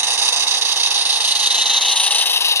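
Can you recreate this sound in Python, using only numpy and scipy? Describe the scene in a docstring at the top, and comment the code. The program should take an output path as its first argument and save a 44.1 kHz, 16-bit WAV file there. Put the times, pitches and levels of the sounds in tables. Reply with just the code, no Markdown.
"""A small live-steam locomotive rounds a garden railway curve, passing close from right to left.
Its exhaust beats four times per wheel turn, unevenly: each puff roars in the chimney, rings in the
blast pipe and hisses, spitting a little water. The track bed reflects the steam and the hedges throw back
a soft wash. Heard from the trackside on a closely spaced microphone pair, over faint garden air."""
import sys
import numpy as np
from scipy import signal
from scipy.fft import rfft, irfft
from scipy.io import wavfile

SR = 44100
rng = np.random.default_rng(int(sys.argv[2]) if len(sys.argv) > 2 else 0)


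def persist_wave(psi):
    """Save psi, clipped to +-1, as 16-bit WAV."""
    counts = np.round(np.clip(psi, -1, 1) * 32767).astype(np.int16)
    wavfile.write(sys.argv[1], SR, np.atleast_2d(counts).T)


N = 114660
TIME = np.arange(N) / SR
FRAME, HOP = 1024, 512

# engine's bearing from the microphones: t/s, bearing (-1 right, 0 ahead, 1 and beyond left)
BEARING = [(0, -.93), (.4, -.98), (.9, -.88), (1.4, -.62), (1.65, -.3), (1.85, .0), (2.05, .5), (2.2, .75),
           (2.35, 1.12), (2.6, 1.45)]


def from_db(db):
    """Decibels to gain."""
    return 10 ** (np.asarray(db) / 20)


def rms_one(x):
    """Scale to unit power."""
    return x / np.sqrt(np.mean(x ** 2) + 1e-20)


def in_time(rows, s, column=1):
    """One column of a curve at the given times."""
    rows = np.array(rows)
    return np.interp(s, rows[:, 0], rows[:, column])


def at_hz(rows, hz, column=1):
    """One column of a spectrum, joined on a log-frequency axis."""
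    rows = np.array(rows)
    return np.interp(np.log(hz + 1), np.log(rows[:, 0]), rows[:, column])


def drift(rate_hz):
    """Random wander with a spread of 1, mostly slower than rate_hz."""
    hz = np.arange(N // 2 + 1) * SR / N
    return rms_one(irfft(rfft(rng.standard_normal(N)) / (1 + (hz / rate_hz) ** 2), N))


def band(spectrum, level_db, hz):
    """Gain of one group of resonances over frequency and time."""
    gain = from_db(at_hz(spectrum, hz)) * (hz >= spectrum[0][0]) * (hz < spectrum[-1][0])
    return rms_one(gain) * from_db(level_db)


def exhaust_flow(attack_s=.003, jitter_s=.0002, spread_db=.2):
    """Each beat of steam opens fast, holds and dies away; they overlap except at the end of the turn."""
    # start of each turn of the driving wheels: t/s
    turns = [-.113, .031, .177, .323, .468, .612, .759, .905, 1.053, 1.202, 1.352, 1.504, 1.657, 1.809,
             1.958, 2.107, 2.257, 2.406, 2.556, 2.706]
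    # beats of one turn: start/turns, level/dB, hold/s, release time constant/s
    beats = [(-.012, .3, .019, .017), (.25, .6, .017, .023), (.48, -.4, .017, .024),
             (.685, -.1, .018, .012)]
    power = np.zeros(N)
    for start, end in zip(turns, turns[1:]):
        for share, db, hold, release in beats:
            late, strong = rng.standard_normal(2)
            age = TIME - start - share * (end - start) - jitter_s * late
            shape = np.clip(age / attack_s, 0, 1) * np.exp(-np.maximum(age - hold, 0) / release)
            power += (from_db(db + spread_db * strong) * shape) ** 2
    return rms_one(np.sqrt(power))


def spitting(flow, decay_s=.002, sputter_per_s=60, sputter_db=-13.):
    """Power of brief bursts of wet steam: a few strong spits, and a sputter during the beats."""
    # drops of water spat from the chimney: t/s, relative level/dB
    spits = [(.032, 0.), (.406, -1.), (.482, 1.), (.693, 1.), (.800, -1.), (1.100, -1.), (1.248, -1.),
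             (1.505, 0.), (1.549, -2.), (2.001, -2.), (2.008, -2.), (2.560, -1.)]
    sputters = rng.random(N) < sputter_per_s * flow ** 2 / SR
    kicks = sputters * from_db(sputter_db) ** 2 * rng.exponential(1, N)
    for s, db in spits:
        kicks[int(s * SR)] += from_db(db) ** 2
    return signal.lfilter([2], [1, -np.exp(-1 / (decay_s * SR))], kicks)


def turbulence(beats, leak_db, flutter_db, flutter_hz, wash_s=.025):
    """Short-time spectra of the jet (beats over a steady leak) and its lagging wash on either side."""
    jet = rms_one(np.sqrt(beats + from_db(leak_db) ** 2) * from_db(flutter_db * drift(flutter_hz)))
    pole = np.exp(-1 / (wash_s * SR))
    lagged_power, _ = signal.lfilter([1 - pole], [1, -pole], jet ** 2, zi=[pole * jet[0] ** 2])
    wash = np.sqrt((jet ** 2 + lagged_power) / 2)
    noise = rng.standard_normal((3, N)) * [jet, wash, wash]
    return signal.stft(noise, SR, nperseg=FRAME, noverlap=FRAME - HOP)


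def chimney(level_db, hz, s, ring_hz=845, half_width_hz=50, low_cut_hz=370):
    """Gain of the hollow chimney, whose main resonance stands out while the engine is closest."""
    # chimney resonances: f/Hz, level/dB
    resonances = [(200.0, -28.2), (330.0, -19.2), (420.0, -15.4), (490.0, -9.2), (590.0, -15.5),
                  (700.0, -7.3), (830.0, 0.0), (980.0, -4.9), (1200.0, -8.0), (1380.0, -18.5),
                  (1600.0, -11.5), (1800.0, -9.0), (2120.0, -7.3), (2350.0, -16.1)]
    # lift of the main resonance: t/s, level/dB
    lift = [(0, .5), (1.85, 0.), (2.1, 3.5), (2.35, 0.), (2.6, -1.)]
    ring = from_db(in_time(lift, s) / (1 + ((hz - ring_hz) / half_width_hz) ** 2))
    return band(resonances, level_db, hz) * ring * np.minimum(hz / low_cut_hz, 1) ** 2


def rumble(hz, s):
    """Gain of a low rumble that fades as the train comes round."""
    # rumble spectrum: f/Hz, level/dB
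    spectrum = [(100, -22.), (150, -12.), (200, -5.), (300, 0.), (380, -8.)]
    # its fade: t/s, level/dB
    fade = [(0, -56.5), (1.3, -58.5), (2., -66.), (2.6, -70.)]
    return band(spectrum, in_time(fade, s), hz)


def blast_pipe(level_db, hz, s, shoulder_hz=3400, db_per_bearing=1.1):
    """Gain of the ringing blast pipe, which fills out below its main ring as the engine turns side-on."""
    # blast pipe resonances: f/Hz, level/dB
    resonances = [(2350, -32.), (2440, -22.), (2580, -10.8), (2870, -7.8), (3150, -10.6), (3460, -12.8),
                  (3620, -3.5), (3800, 0.), (4020, -6.5), (4220, -9.), (4350, -13.)]
    shoulder = from_db(db_per_bearing * in_time(BEARING, s) * (hz < shoulder_hz))
    return band(resonances, level_db, hz) * shoulder


def steam_hiss(lower_db, upper_db, sizzle_db, hz, s, top_from_hz=9500, top_full_hz=13000):
    """Gain of escaping steam: two bands of hiss and a sizzle whose top opens as the boiler goes by."""
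    # the three bands, low to high: f/Hz, level/dB
    lower = [(4350, -3.), (4680, 0.), (5100, -4.6), (5400, -7.)]
    upper = [(5400.0, -6.2), (5850.0, -2.6), (6200.0, 0.0), (6500.0, -5.7), (6830.0, -15.0),
             (7050.0, -14.2), (7400.0, -17.8), (7800.0, -23.9)]
    sizzle = [(7800.0, -19.6), (8500.0, -8.7), (9100.0, 0.0), (10000.0, -6.3), (10800.0, -12.6),
              (12000.0, -21.3), (13200.0, -29.5), (15000.0, -37.4)]
    # lift of the sizzle's top: t/s, level/dB
    lift = [(0, -2.), (.5, -2.), (1.5, 1.5), (1.95, -1.), (2.2, 2.), (2.28, 15.), (2.6, 12.)]
    top = from_db(in_time(lift, s) * np.clip((hz - top_from_hz) / (top_full_hz - top_from_hz), 0, 1))
    return band(lower, lower_db, hz) + band(upper, upper_db, hz) + top * band(sizzle, sizzle_db, hz)


def track_bounce(hz, s, far_gain=.14):
    """Two reflections comb the steam with ridges that slide down as the engine nears."""
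    # reflections: t/s, delay off the track bed/ms, delay of a longer path/ms, gain off the bed
    paths = [(0, .118, .8, .22), (.5, .15, .83, .2), (.9, .185, .86, .13), (1.25, .244, .888, .15),
             (1.6, .267, .92, .24), (1.9, .29, .955, .22), (2.2, .347, 1.0, .2), (2.4, .385, 1.03, .24),
             (2.6, .42, 1.06, .15)]
    bed, far = [np.exp(-2j * np.pi * hz * in_time(paths, s, column=k) / 1000) for k in (1, 2)]
    bed_gain = in_time(paths, s, column=3)
    return (1 + bed_gain * bed + far_gain * far) / np.sqrt(1 + bed_gain ** 2 + far_gain ** 2)


def microphones(frames, hz, s, near_wash_db=-2.5):
    """Trackside pair: bearing sets the balance and the jet's lag; each side gets its own wash."""
    # left minus right: f/Hz, level/dB for a source on the right, level/dB for one on the left
    balance = [(300.0, -0.1, -0.8), (520.0, -2.4, -1.1), (850.0, 1.5, 2.0), (1300.0, -1.1, 1.9),
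               (1650.0, 6.8, 4.6), (2200.0, -0.4, 1.9), (2850.0, 3.8, 4.3), (3400.0, 0.4, 3.3),
               (3850.0, -6.0, 6.4), (4250.0, -0.0, 3.0), (4800.0, -13.1, -0.5), (5300.0, -13.9, 0.0),
               (6000.0, -16.4, -3.0), (6500.0, -8.3, 3.2), (6900.0, -3.4, -2.2), (7400.0, -3.7, 2.9),
               (8300.0, -0.8, 6.5), (9300.0, -0.8, 12.3), (10500.0, 3.6, 21.7), (12500.0, 3.6, 30.9)]
    # between the microphones: f/Hz, lag at bearing 1/ms, left phase lead from straight ahead/rad
    phasing = [(400, .05, .15), (1400, .085, .4), (1700, .05, .7), (2000, .09, .05), (2900, .115, -.1),
               (3700, .104, -.2), (4900, .1, -.1), (5400, .06, 2.2), (6200, .05, 2.8), (7000, .06, 2.9),
               (7900, .065, 3.05), (9100, .09, 3.5), (10500, .078, 3.5)]
    # sound that arrives scattered: f/Hz, share of the power with the engine at far right
    scatter = [(800, .05), (1300, .17), (1700, .42), (2700, .15), (4000, .14), (4900, .13), (5400, .42),
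               (6200, .3), (7000, .35), (7900, .12), (9200, .25), (12000, .7)]
    bearing = in_time(BEARING, s)
    passed = np.clip((bearing + 1) / 2, 0, 1.1)
    ratio = from_db((1 - passed) * at_hz(balance, hz) + passed * at_hz(balance, hz, column=2))
    pan = np.array([ratio, np.ones_like(ratio)]) * np.sqrt(2 / (1 + ratio ** 2))
    lead_rad = 2 * np.pi * hz * bearing * at_hz(phasing, hz) / 1000 + at_hz(phasing, hz, column=2)
    half_lead = np.exp(.5j * lead_rad)
    direct = frames[0] * np.array([half_lead, half_lead.conj()])
    # the wash gives way to the direct jet as the engine comes alongside
    wash_share = np.clip(at_hz(scatter, hz) * from_db(near_wash_db * passed) ** 2, .01, .95)
    heard = direct * np.sqrt(1 - wash_share) + frames[1:] * np.sqrt(wash_share)
    return signal.istft(pan * heard, SR, nperseg=FRAME, noverlap=FRAME - HOP)[1][:, :N]


def locomotive(rough_db=.7, rough_hz=130, blast_trim_db=.4, hiss_trim_db=.6):
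    """The same uneven beats drive the chimney's roar gently and the blast, hiss and sizzle strongly."""
    # steam on the way past: t/s, then relative level/dB of roar, blast, lower hiss, upper hiss, sizzle
    levels = [(0.0, -31.0, -19.1, -27.7, -25.7, -30.3), (0.25, -30.0, -18.5, -22.5, -24.8, -27.8),
              (0.65, -32.0, -19.0, -26.8, -27.9, -30.6), (1.0, -31.6, -18.3, -25.6, -26.5, -30.9),
              (1.35, -32.0, -18.5, -26.6, -25.3, -29.7), (1.65, -30.2, -17.5, -28.9, -23.4, -28.7),
              (1.92, -29.9, -18.4, -29.2, -24.8, -26.8), (2.02, -29.6, -19.2, -27.7, -26.4, -24.5),
              (2.2, -29.1, -18.2, -25.6, -27.1, -24.5), (2.28, -29.8, -18.7, -27.5, -30.5, -27.1),
              (2.45, -30.7, -17.7, -27.6, -29.6, -28.2), (2.6, -31.9, -17.7, -29.1, -31.8, -32.2)]
    flow = exhaust_flow() * from_db(rough_db * drift(rough_hz))
    beats = flow ** 2 + spitting(flow)
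    hz, s, roar = turbulence(beats, leak_db=3., flutter_db=.4, flutter_hz=40)
    _, _, blast = turbulence(beats, leak_db=-12.5, flutter_db=.3, flutter_hz=120)
    _, _, hiss = turbulence(beats, leak_db=-12., flutter_db=.7, flutter_hz=120)
    hz = hz[:, None]
    roar_db, blast_db, lower_db, upper_db, sizzle_db = [in_time(levels, s, k) for k in range(1, 6)]
    roar *= chimney(roar_db, hz, s) + 1j * rumble(hz, s)  # a quarter cycle apart, so their powers add
    blast *= from_db(blast_trim_db) * blast_pipe(blast_db, hz, s)
    hiss *= from_db(hiss_trim_db) * steam_hiss(lower_db, upper_db, sizzle_db, hz, s)
    return microphones(roar + (blast + hiss) * track_bounce(hz, s), hz, s)


def garden_air(level_db=-77., wander_db=4.):
    """A faint, wavering low rumble, nearly alike at both microphones."""
    # garden air: f/Hz, level/dB
    spectrum = [(20, 0.), (55, -2.), (100, -12.), (250, -18.)]
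    hz = np.arange(N // 2 + 1) * SR / N
    outside = np.maximum(spectrum[0][0] / (hz + 1), hz / spectrum[-1][0])
    gain = from_db(at_hz(spectrum, hz)) / np.maximum(outside, 1) ** 24  # steep beyond both ends
    mid, side = irfft(rfft(rng.standard_normal((2, N))) * gain, N)
    stereo = rms_one(mid + from_db(-16) * side * [[1], [-1]])
    return from_db(level_db + wander_db * drift(rate_hz=6)) * stereo


def scene():
    """The engine passes through the quiet garden."""
    return locomotive() + garden_air()


def record(dry):
    """Peaks are rounded and the top is cut steeply."""
    ceiling, cutoff_hz = 1.3, 15100
    low_pass = signal.ellip(10, .05, 60, cutoff_hz, fs=SR, output="sos")
    return signal.sosfiltfilt(low_pass, ceiling * np.tanh(dry / ceiling))


dry = scene()
out = record(dry)
persist_wave(out)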